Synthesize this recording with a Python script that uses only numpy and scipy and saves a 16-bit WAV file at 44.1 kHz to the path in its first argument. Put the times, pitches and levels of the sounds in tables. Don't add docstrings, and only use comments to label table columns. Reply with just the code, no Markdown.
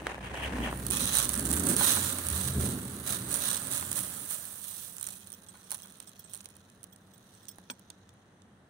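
import sys
import numpy as np
from scipy import signal
from scipy.fft import rfft, irfft, next_fast_len
from scipy.io import wavfile
from scipy.ndimage import uniform_filter1d

SR = 44100
rng = np.random.default_rng(int(sys.argv[2]) if len(sys.argv) > 2 else 0)


def generate_wav(signal):
    frames = np.transpose(np.atleast_2d(signal))
    scaled = np.clip(frames, -1, 1) * 32767
    pcm = np.round(scaled).astype(np.int16)
    wavfile.write(sys.argv[1], SR, pcm)


N = 383229

# time in seconds, relative level in dB.
TRICKLE_LEVELS = [(.7, -54), (.87, -46), (1.0, -42), (2.2, -41.5), (2.55, -44.5), (2.951, -47.5),
                  (3.651, -42.5), (4.13, -44), (4.55, -49.5), (4.95, -54), (5.301, -65)]
# time in seconds, pellet and crinkle levels in relative dB.
DREGS_LEVELS = [(5.2, -68, -66), (5.35, -58.5, -70), (5.8, -57, -66.5), (6.4, -64, -68), (6.6, -68, -71.5),
                (6.95, -71.5, -80), (7.35, -64, -69.5), (8.08, -82, -77), (8.68, -92.5, -91)]
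# time in seconds, impacts per second.
IMPACT_RATES = [(1.17, 1500), (1.27, 800), (1.68, 900), (1.87, 3100), (2.7, 2200), (3.0, 1300), (4.1, 1800),
                (4.8, 1800), (5.05, 700), (5.6, 600), (6.4, 450), (7.3, 800)]
# frequency in Hz, gain in dB.
SLIDE_SPECTRUM = [(1500, -7.5), (3500, 2), (7000, -5), (10000, -3.5), (11500, 2), (13000, 2.5), (16000, 0)]


def pellet_stream(heap_start_s=3.27, damping_db_per_s=4, hiss_db_per_s=6, thick_per_s=2100):
    trickle, = gains(TRICKLE_LEVELS)
    surge, on_walls = surges()
    dregs, crinkle = gains(DREGS_LEVELS)
    heap_s = np.clip(np.arange(N) / SR - heap_start_s, 0, TRICKLE_LEVELS[-1][0] - heap_start_s)
    heap_damping = from_db(-damping_db_per_s * heap_s)
    heap_hiss = from_db(hiss_db_per_s * heap_s)
    ticks = np.hypot(trickle, surge) * from_db(-8) + dregs * from_db(-14.5)
    walls = np.hypot(on_walls, trickle * from_db(-17)) + crinkle * from_db(1)
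    floor = np.hypot(surge * from_db(-7.5), trickle * from_db(-3)) * heap_damping + dregs * from_db(-8)
    slide = np.hypot(surge * from_db(-13.5), trickle * from_db(-11.5)) * heap_hiss
    slide += dregs * from_db(-9.5)
    per_s, = in_time(IMPACT_RATES)
    clicks = collisions(per_s, spread_db=4.5, clump_db=2)
    hiss = slide * (per_s / thick_per_s) ** .64 * shaped_noise(SLIDE_SPECTRUM)
    impacts = rattle(clicks * ticks, tick) + rattle(clicks * walls, clack) + rattle(clicks * floor, drum)
    return impacts + hiss


# start and hold in seconds, relative level in dB, wall share in dB.
SHAKES = [(0.894, 0.29, -36.5, -4), (1.11, 0.065, -33.5, -7.5), (1.268, 0.067, -42, -21),
          (1.462, 0.095, -35.5, -31), (1.64, 0.047, -31.5, -31), (1.749, 0.055, -31.5, -10.5),
          (1.811, 0.082, -28, -7), (1.928, 0.14, -35.5, -9), (2.294, 0.16, -38.5, -9.5),
          (2.58, 0.08, -38.5, -11.5), (3.046, 0.062, -34.5, -10.5), (3.278, 0.06, -36, -15),
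          (3.39, 0.11, -35, -6.5), (3.695, 0.056, -38, -10.5), (3.94, 0.012, -34.5, -15),
          (4.28, 0.015, -37.5, -18), (4.606, 0.23, -49.5, -8.5), (4.997, 0.12, -51, -7),
          (5.687, 0.011, -55, -6), (6.297, 0.0055, -60, -8)]


def surges():
    total_power = wall_power = 0
    for start_s, hold_s, db, walls_db in SHAKES:
        power = (from_db(db) * swell(start_s, hold_s, attack_s=.029, fall_db_per_s=186)) ** 2
        total_power += power
        wall_power += power * from_db(walls_db) ** 2
    return np.sqrt(total_power), np.sqrt(wall_power)


def collisions(per_s, spread_db, clump_db):
    hits = rng.random(N) < per_s * from_db(clump_db * drift(45)) / SR
    force = hits * from_db(spread_db * np.minimum(rng.standard_normal(N), 1.7))
    power = np.abs(uniform_filter1d(force ** 2, SR // 20))
    return force / np.sqrt(power + 1e-4)


def rattle(clicks, contact, spots=32, wander_hz=2.5):
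    spot = np.round(7 * drift(wander_hz) + 2 * rng.standard_normal(N)).astype(int) % spots
    sounds = [contact() for _ in range(spots)]
    out = np.zeros((2, N))
    for i in np.flatnonzero(clicks).tolist():
        add(out, i / SR, clicks[i] * sounds[spot[i]])
    return out


# frequency in Hz, gain in dB.
TICK_SPECTRUM = [(1200, -47), (2300, -4.5), (3500, -15.5), (5000, -4.5), (7000, -3), (9500, -2.5),
                 (13000, -3), (16000, -3.5)]
PELLET_HZ = 9610


def tick():
    crack = impact(TICK_SPECTRUM, crack_s=.001, tail_db=-14, tail_t60_s=.035)
    return with_ring(crack, PELLET_HZ, pitch_spread=.17, width_hz=310, ring_db=9)


# frequency in Hz, gain in dB.
CLACK_SPECTRUM = [(700, -22.5), (1800, -11), (2500, 8), (3400, 7.5), (4100, 10.5), (4900, 2.5), (6000, 7),
                  (7100, -1), (10000, -40)]


def clack():
    crack = impact(CLACK_SPECTRUM, crack_s=.0012, tail_db=-10, tail_t60_s=.045)
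    return with_ring(crack, centre_hz=4290, pitch_spread=.27, width_hz=130, ring_db=9)


# frequency in Hz, gain in dB.
FLOOR_SPECTRUM = [(200, -23), (400, -11), (560, 2), (720, -2.5), (950, 0.5), (1250, 5.5), (1750, 3),
                  (2150, -2), (3300, -5.5), (4500, -4.5), (7000, -42.5)]


def drum():
    return impact(FLOOR_SPECTRUM, crack_s=.0014, tail_db=1, tail_t60_s=.055)


# start in seconds, relative level in dB.
HARD_LANDINGS = [(0.8652, -16), (0.9031, -14.5), (0.9088, -13), (0.9199, -18), (0.9258, -21), (0.9303, -24),
                 (0.9357, -24), (0.9697, -20), (1.0185, -16.5), (1.055, -14), (1.1416, -22),
                 (1.1521, -11.0), (1.1688, -9), (1.1843, -7.5), (1.1913, -13), (1.1963, -17),
                 (1.2258, -14.5), (1.2466, -15), (1.2527, -15.5), (1.2911, -10.5), (1.3346, -16.5),
                 (1.3394, -14), (1.3518, -16), (1.3754, -17), (1.3874, -25), (1.3945, -14.5), (1.406, -19),
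                 (1.4525, -16), (1.4582, -18), (1.4657, -23), (1.5076, -19), (1.5131, -12.5), (1.5287, -13),
                 (1.5364, -11.5), (1.5831, -21), (1.5961, -14), (1.6364, -16.5), (1.6897, -12),
                 (1.7648, -10.5), (1.9053, -10.5), (2.0557, -23), (2.079, -20), (2.1849, -18.5),
                 (2.2668, -15.5), (2.2852, -14), (2.3006, -17), (2.3766, -16.5), (2.4741, -20),
                 (2.4845, -18), (2.6088, -19), (3.1332, -31), (3.1607, -34), (3.3264, -18), (3.3405, -12.5),
                 (3.3487, -18.0), (3.357, -14.0), (3.3639, -26), (3.4187, -21), (3.5128, -17.5),
                 (3.5298, -20), (3.5566, -19.5), (3.567, -16.5), (3.67, -20), (3.7133, -19), (3.7226, -20),
                 (3.7348, -15), (3.755, -20), (3.7772, -17), (3.9149, -14.5), (3.928, -16), (3.9568, -19),
                 (3.9892, -17.5), (4.0335, -24), (4.1738, -36), (4.3085, -22), (4.4527, -24), (4.6407, -28),
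                 (4.6815, -29), (4.7659, -27.0), (4.9661, -26), (4.982, -24.5), (4.9965, -31),
                 (5.0106, -21.5), (5.0276, -18), (5.0412, -24.0), (5.0663, -22), (5.0707, -21.5),
                 (5.0868, -21.5), (5.1047, -28), (5.1226, -32), (5.2711, -32), (5.3015, -33),
                 (5.3192, -28.5), (5.3271, -29), (5.7053, -22), (5.716, -16), (5.7233, -23.0),
                 (5.7307, -28), (5.7382, -33), (5.7441, -20), (5.748, -24), (5.7716, -37), (5.7795, -35.0),
                 (5.8201, -32.0), (5.8573, -36), (5.872, -39), (5.9026, -37), (5.9214, -37), (5.9258, -48),
                 (6.001, -26), (6.0255, -36), (6.092, -34.5), (6.1936, -36.5), (6.3341, -26),
                 (6.3382, -26.0), (6.3466, -24.5), (6.3536, -28), (6.3648, -34), (6.3743, -33.5),
                 (6.4051, -39), (6.4115, -35), (6.4457, -39.0), (6.4559, -30.5), (6.4874, -38.5),
                 (6.5024, -42), (6.5527, -44.0), (6.5657, -37), (6.6985, -44), (6.8305, -33), (6.8396, -29),
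                 (6.9595, -43.5), (7.1786, -44), (7.4532, -45), (7.484, -39), (7.4897, -33), (7.5573, -47),
                 (7.5831, -38), (7.794, -37.5), (7.9008, -33), (8.0911, -48), (8.1378, -52.5)]


def hard_landings(bounce_s=.07, bounce_loss_db=24):
    out = np.zeros((2, N))
    for start_s, db in list(HARD_LANDINGS) + strays():
        add(out, start_s, from_db(db) * landing())
        add(out, start_s + bounce_s * (.5 + rng.random()), from_db(db - bounce_loss_db) * tick())
    return out


def strays(full_flow_db=-35, full_flow_per_s=20, stray_db=-24):
    trickle, = gains(TRICKLE_LEVELS)
    surge, _ = surges()
    dregs, _ = gains(DREGS_LEVELS)
    flow = np.sqrt(trickle ** 2 + surge ** 2 + dregs ** 2) / from_db(full_flow_db)
    hits = np.flatnonzero(rng.random(N) < full_flow_per_s * flow ** (1 / 3) / SR)
    flow_db = 20 * np.log10(flow[hits])
    return list(zip(hits / SR, stray_db + .81 * flow_db))


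def landing():
    crack = impact(TICK_SPECTRUM, crack_s=.0011, tail_db=-15, tail_t60_s=.03)
    crack = with_ring(crack, PELLET_HZ, pitch_spread=.091, width_hz=600, ring_db=6)
    return from_db(-1.5) * crack + from_db(-7.5) * (clack() + drum())


# start in seconds, relative level in
# dB, centre in Hz, ring offset in dB.
KNOCKS = [(.019, -23.5, 520, -20), (0.0673, -11, 1200, -28), (.0688, -22, 1950, -17),
          (.097, -24, 900, -20), (0.117, -23, 1100, -25), (.144, -22.5, 1240, -25),
          (.18, -24.5, 900, -17), (0.274, -27, 1100, -20), (0.341, -32, 1680, -22),
          (.542, -28, 1040, -20), (.603, -22.5, 280, -8), (.661, -22.5, 1030, -9),
          (0.7264, -16.5, 830, -14), (3.825, -22, 1090, -24), (3.989, -27, 1300, -22),
          (6.002, -35.5, 2590, -24), (6.406, -37, 3600, -26), (6.457, -34, 3300, -23),
          (6.7, -51, 4000, -22), (6.961, -49, 3770, -18), (7.453, -47, 3980, -14),
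          (7.469, -49, 3800, -16), (7.483, -46, 5800, 2), (7.489, -42, 4500, -6),
          (7.584, -35, 960, -10), (7.699, -23.5, 1720, -16), (7.902, -35.5, 3620, -8),
          (8.091, -47, 3520, -8), (8.419, -50, 3600, -13)]


def knocks():
    out = np.zeros((2, N))
    for start_s, db, hz, ring_db in KNOCKS:
        hump = [(hz / 10, -23), (hz / 3, -2), (hz, 0), (hz * 2, -2), (hz * 2.9, -21), (hz * 10, -42)]
        snap = impact(hump, crack_s=.0012, tail_db=-22, tail_t60_s=.06)
        add(out, start_s, from_db(db + 8) * snap)
        add(out, start_s, from_db(db + ring_db) * ringing(hz, t60_s=.015, chatter_s=.0025))
    return out


# start and hold in seconds, relative level in dB.
HAND_SLIDES = [(-.06, 0.0092, -50.5), (0.031, .005, -46.5), (0.176, 0.023, -49.5), (0.293, 0.044, -44),
               (0.393, 0.01, -44), (0.483, 0.064, -45.5), (0.596, 0.0089, -43)]
# frequency in Hz, gain in dB.
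RUB_SPECTRUM = [(40, -44), (150, -22), (300, -0.5), (650, 3), (1050, 3.5), (1270, -4), (1800, 2),
                (2100, -2), (2700, -2.5), (3300, -13.5), (3600, -14), (6000, -25), (15000, -45.5)]


def fabric_rubs(catch_db=3.5):
    envelope = movements(HAND_SLIDES, attack_s=.06, fall_db_per_s=104)
    catches = from_db(catch_db * np.minimum(drift(110), 1))
    return from_db(6.5) * envelope * shaped_noise(RUB_SPECTRUM, catches)


# start and hold in seconds, level in dB.
GRIPS = [(0.215, 0.032, -47.5), (0.337, 0.041, -43), (0.41, 0.013, -36.5), (0.611, 0.023, -38)]
# frequency in Hz, gain in dB.
RASP_SPECTRUM = [(900, -19), (1400, -18), (1780, 1), (2050, 0), (2400, 2.5), (2800, 4), (3050, 0),
                 (3350, -1.5), (3550, -27), (5000, -32.5)]


def fabric_rasps(slips_per_s=150, slip_depth=.32):
    envelope = movements(GRIPS, attack_s=.024, fall_db_per_s=330)
    slip_hz = slips_per_s * (1 + .25 * drift(29))
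    slips = 1 + slip_depth * np.cos(2 * np.pi * np.cumsum(slip_hz) / SR)
    return envelope * shaped_noise(RASP_SPECTRUM, slips)


# start in seconds, relative level in dB.
RIM_TOUCHES = [(1.808, -31.5), (1.969, -35), (2.185, -42.5), (3.826, -46.5), (5.08, -55), (5.542, -60),
               (5.552, -58), (5.717, -49), (5.724, -56), (5.732, -53), (5.745, -59), (5.85, -58),
               (6.345, -58)]
# frequency in Hz, gain in dB, T60 in seconds.
BOX_WALL_MODES = [(580, -6, 0.13), (840, 0.5, 0.053), (1020, 5.5, 0.038), (1170, 1, 0.034),
                  (1480, 1.5, 0.047), (1800, -6, 0.032), (2240, 0, 0.029), (3350, -3, 0.033),
                  (4230, -0.5, 0.033)]


def rim_taps():
    return struck(RIM_TOUCHES, BOX_WALL_MODES, chatter_s=.003)


# start in seconds, low and high mode levels in relative dB.
ZIP_TOUCHES = [(4.682, -71, -43), (5.336, -66, -46), (5.485, -55, -65), (5.64, -63, -72), (5.83, -62, -52),
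               (6.073, -59, -58), (6.192, -76, -46), (6.241, -56.5, -82), (6.295, -67, -55),
               (6.925, -68, -60), (7.136, -68, -61), (7.349, -63.5, -76), (7.429, -67, -66),
               (7.483, -58, -48), (7.512, -70, -59), (7.703, -52, -47)]
# frequency in Hz, nominal T60 in seconds.
PULL_MODES = [(8120, .045), (14800, .02)]
# frequency in Hz, gain in dB, nominal T60 in seconds.
SLIDER_MODES = [(3340, 3, 0.023), (5400, 2, 0.015), (6080, 0.5, 0.0041)]


def zip_pulls(uneven_db=2):
    out = np.zeros((2, N))
    for start_s, low_db, high_db in ZIP_TOUCHES:
        modes = [(hz, db, t60_s) for (hz, t60_s), db in zip(PULL_MODES, (low_db, high_db))]
        mean_db = (low_db + high_db) / 2
        for hz, db, t60_s in SLIDER_MODES:
            modes.append((hz, db + mean_db + uneven_db * rng.standard_normal(), t60_s))
        for hz, db, t60_s in modes:
            ring = ringing(hz, t60_s * rng.uniform(.6, 1.8), chatter_s=.0067)
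            add(out, start_s, from_db(db + 1) * ring)
    return out


# start in seconds, frequency in Hz, peak in dB, T60 in seconds.
STRAP_PINGS = [(7.497, 5330, -55, 0.11)]


def strap_ring():
    out = np.zeros((2, N))
    for start_s, hz, db, t60_s in STRAP_PINGS:
        add(out, start_s, from_db(db) * ringing(hz, t60_s, chatter_s=.0048))
    return out


# start in seconds, relative level in dB.
BUCKLE_TOUCHES = [(7.7005, -36), (7.7098, -48), (7.714, -48), (7.902, -50)]
# frequency in Hz, gain in dB, T60 in seconds.
BUCKLE_RESONANCES = [(250, -5, .09), (350, -8, .05), (540, -9, .03), (920, 2, .035), (980, 1, .04),
                     (1060, -2, .03), (1500, -4, .035), (2340, 1, .03), (2590, -7, .025), (3250, -2, .025),
                     (3420, -2, .03), (4450, 0, .02), (5860, -5, .025)]


def buckle():
    return from_db(-3) * struck(BUCKLE_TOUCHES, BUCKLE_RESONANCES, chatter_s=.0019)


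# time in seconds, large eddy, small eddy and throb levels in relative dB.
WIND_LEVELS = [(0, -53, -47, -51), (.3, -46, -57.5, -47), (.62, -43.5, -38, -38), (.75, -43.5, -47.5, -42),
               (.9, -41.5, -44, -45), (1.35, -42.5, -44.5, -46), (1.5, -40.5, -36.5, -38),
               (1.62, -37.5, -34, -40), (1.71, -35.5, -31, -47), (1.79, -38, -40.5, -63),
               (1.89, -47, -39, -46), (2.05, -43.5, -45.5, -42.5), (2.2, -50, -46.5, -49),
               (2.33, -44, -50.5, -35.5), (2.52, -40, -48.5, -46), (2.57, -37.5, -40, -28.5),
               (2.64, -30, -38, -40), (2.71, -37, -39, -49), (2.88, -43.5, -47.5, -58),
               (3.6, -48, -50, -62.5), (3.88, -50, -51.5, -48.5), (4.02, -49, -51.5, -73),
               (4.3, -60.5, -63, -75), (4.65, -67, -70, -76)]
# time in seconds, centre pitch in Hz.
THROB_PITCHES = [(0, 61.2), (1.45, 65.3), (1.65, 82.8), (2.1, 88.7), (2.55, 82.4), (3.0, 94), (3.85, 88.1)]
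# frequency in Hz, gain in dB.
LARGE_EDDY_SPECTRUM = [(35, -46), (70, -2), (100, -3.5), (130, 4), (160, -8.5), (195, 2.5), (250, -21.5),
                       (400, -11), (1200, -55.5)]
SMALL_EDDY_SPECTRUM = [(35, -48), (100, -20), (190, -5), (255, 2), (340, -7), (450, -14), (650, -19),
                       (1200, -26), (3000, -46)]


def wind(lumps_db=1.3):
    large_gain, small_gain, throb_gain = gains(WIND_LEVELS)
    pitch_hz, = in_time(THROB_PITCHES)
    large = large_gain * shaped_noise(LARGE_EDDY_SPECTRUM)
    small = small_gain * shaped_noise(SMALL_EDDY_SPECTRUM)
    phase = 2 * np.pi * np.cumsum(pitch_hz * (1 + .07 * drift(12.7))) / SR
    throb = throb_gain * rms_one(np.sin(phase) * from_db(1.5 * drift(22)))
    return (large + small) * from_db(lumps_db * drift(5.9)) + from_db(-1) * throb


# frequency in Hz, level in dB.
ENGINE_LINES = [(96, -73), (192, -69), (1328, -83)]


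def far_engine(waver_hz=4.09):
    t = np.arange(N) / SR
    hum = np.zeros(N)
    for hz, db in ENGINE_LINES:
        envelope = 1 + .19 * drift(.99)
        cycles = hz * t + np.cumsum(waver_hz * drift(11)) / SR
        hum += from_db(db) * rms_one(envelope * np.sin(2 * np.pi * cycles))
    return hum


# frequency in Hz, gain in dB.
OUTDOOR_SPECTRUM = [(25, -22), (60, -9.5), (95, 2), (150, -2), (192, 4), (235, -2.5), (320, -6),
                    (600, -10.5), (1400, -13.5), (1850, -14), (2200, -21), (3800, -27), (6000, -38.5),
                    (15000, -53)]


def outdoors(level_db=-60):
    return from_db(level_db) * shaped_noise(OUTDOOR_SPECTRUM)


# frequency in Hz, left-right coherence.
PORT_COHERENCE = [(100, 0.98), (250, .96), (500, 0.79), (1000, 0.25), (2000, 0.11), (5000, 0.11)]


def air_noise(size):
    padded = 2 * next_fast_len(size // 2 + 1)
    mid, side = rfft(rng.standard_normal((2, padded)))
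    coherence = on_bins(PORT_COHERENCE, padded)
    ports = np.sqrt(1 + coherence) * mid + np.sqrt(1 - coherence) * side * [[1], [-1]]
    return irfft(ports / np.sqrt(2))[:, :size]


def shaped_noise(spectrum, modulation=1):
    return rms_one(coloured(air_noise(N) * modulation, spectrum))


def impact(spectrum, crack_s, tail_db, tail_t60_s, size=1536):
    t = np.arange(size) / SR
    pulse = (t / crack_s * np.exp(1 - t / crack_s)) ** 6
    bins = rfft(air_noise(size) * pulse)
    local_power = uniform_filter1d(np.abs(bins) ** 2, size=36) / np.sum(pulse ** 2)
    flat_crack = irfft(bins / np.sqrt(local_power + 1e-9))
    tail = air_noise(size) * from_db(tail_db - 60 * t / tail_t60_s) * (t > crack_s)
    return energy_one(coloured(flat_crack + tail, spectrum))


def with_ring(sound, centre_hz, pitch_spread, width_hz, ring_db):
    hz = np.clip(centre_hz * np.exp(pitch_spread * rng.standard_normal()), 2000, 15500)
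    r = np.exp(-np.pi * width_hz / SR)
    feedback = [1, -2 * r * np.cos(2 * np.pi * hz / SR), r * r]
    ring = signal.lfilter(np.array([1, 0, -1]) * (1 - r * r) / 2, feedback, sound)
    return energy_one(sound + from_db(ring_db) * ring)


def ringing(hz, t60_s, chatter_s, size=4096):
    t = np.arange(size) / SR
    touches = rng.standard_normal((2, size)) * np.exp(-t / chatter_s)
    mode = np.sin(2 * np.pi * hz * t) * from_db(-60 * t / t60_s)
    ring = signal.fftconvolve(touches, mode[None], axes=1)[:, :size]
    return ring / np.abs(ring).max(axis=1, keepdims=True)


def struck(touches, modes, chatter_s):
    out = np.zeros((2, N))
    for start_s, db in touches:
        for hz, mode_db, t60_s in modes:
            add(out, start_s, from_db(db + mode_db) * ringing(hz, t60_s, chatter_s))
    return out


def swell(start_s, hold_s, attack_s, fall_db_per_s):
    t = np.arange(N) / SR - start_s
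    return np.clip(t / attack_s, 0, 1) * from_db(-fall_db_per_s * np.maximum(t - attack_s - hold_s, 0))


def movements(rows, attack_s, fall_db_per_s):
    swells = (from_db(db) * swell(s, hold_s, attack_s, fall_db_per_s) for s, hold_s, db in rows)
    return np.sqrt(sum(envelope ** 2 for envelope in swells))


def drift(rate_hz, hop=40, settle=2000):
    r = np.exp(-2 * np.pi * rate_hz * hop / SR)
    noise = rng.standard_normal(N // hop + settle + 2)
    slow = signal.lfilter([1], [1, -2 * r, r * r], noise)[settle:]
    return np.interp(np.arange(N) / hop, np.arange(len(slow)), rms_one(slow))


def coloured(x, spectrum, size=4096):
    cepstrum = irfft(np.log(from_db(on_bins(spectrum, size))))
    cepstrum[1:size // 2] *= 2
    cepstrum[size // 2 + 1:] = 0
    response = irfft(np.exp(rfft(cepstrum)))
    response = response.reshape((1,) * (x.ndim - 1) + (-1,))
    return signal.oaconvolve(x, response, axes=-1)[..., :x.shape[-1]]


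def on_bins(points, size):
    hz, value = np.transpose(points)
    return np.interp(np.log(np.fft.rfftfreq(size, 1 / SR) + 1), np.log(hz), value)


def in_time(rows, **ends):
    times_s, *columns = np.transpose(rows)
    return [np.interp(np.arange(N) / SR, times_s, column, **ends) for column in columns]


def gains(rows):
    return [from_db(db) for db in in_time(rows, left=-200, right=-200)]


def add(out, start_s, sound):
    start = min(max(round(start_s * SR), 0), N - 1)
    out[:, start:start + sound.shape[1]] += sound[:, :N - start]


def from_db(db):
    return 10 ** (np.asarray(db) / 20)


def rms_one(x):
    return x / np.sqrt(np.mean(x ** 2) + 1e-20)


def energy_one(x):
    return x / np.sqrt(np.sum(x ** 2) / 2)


def from_the_right(x, lag_s=.00017):
    left = np.roll(x[0], round(lag_s * SR)) * (np.arange(N) / SR > lag_s)
    return np.array([left, x[1]])


def scene():
    bag = knocks() + rim_taps() + buckle() + zip_pulls() + strap_ring()
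    fabric = fabric_rubs() + fabric_rasps()
    pellets = from_the_right(pellet_stream() + hard_landings())
    return pellets + bag + fabric + wind() + far_engine() + outdoors()


# frequency in Hz, gain in dB.
RIGHT_PORT_RESPONSE = [(700, 0.5), (1200, -1.5), (1750, 0.5), (2350, -8.5), (3000, 2.5), (3550, 3.5),
                       (4900, 1), (6200, 11.5), (7450, 10.5), (8200, 17.5), (9500, 20.5), (10500, 16.5),
                       (11200, 5), (11800, 2.5), (14000, 16.5), (15100, 8.5), (15600, 15.5), (16000, -5)]
CUTOFF_HZ = 16000


def record(dry):
    ports = np.array([dry[0], coloured(dry[1], RIGHT_PORT_RESPONSE)])
    return signal.sosfilt(signal.ellip(10, .2, 80, CUTOFF_HZ, fs=SR, output="sos"), ports)


dry = scene()
out = record(dry)
generate_wav(out)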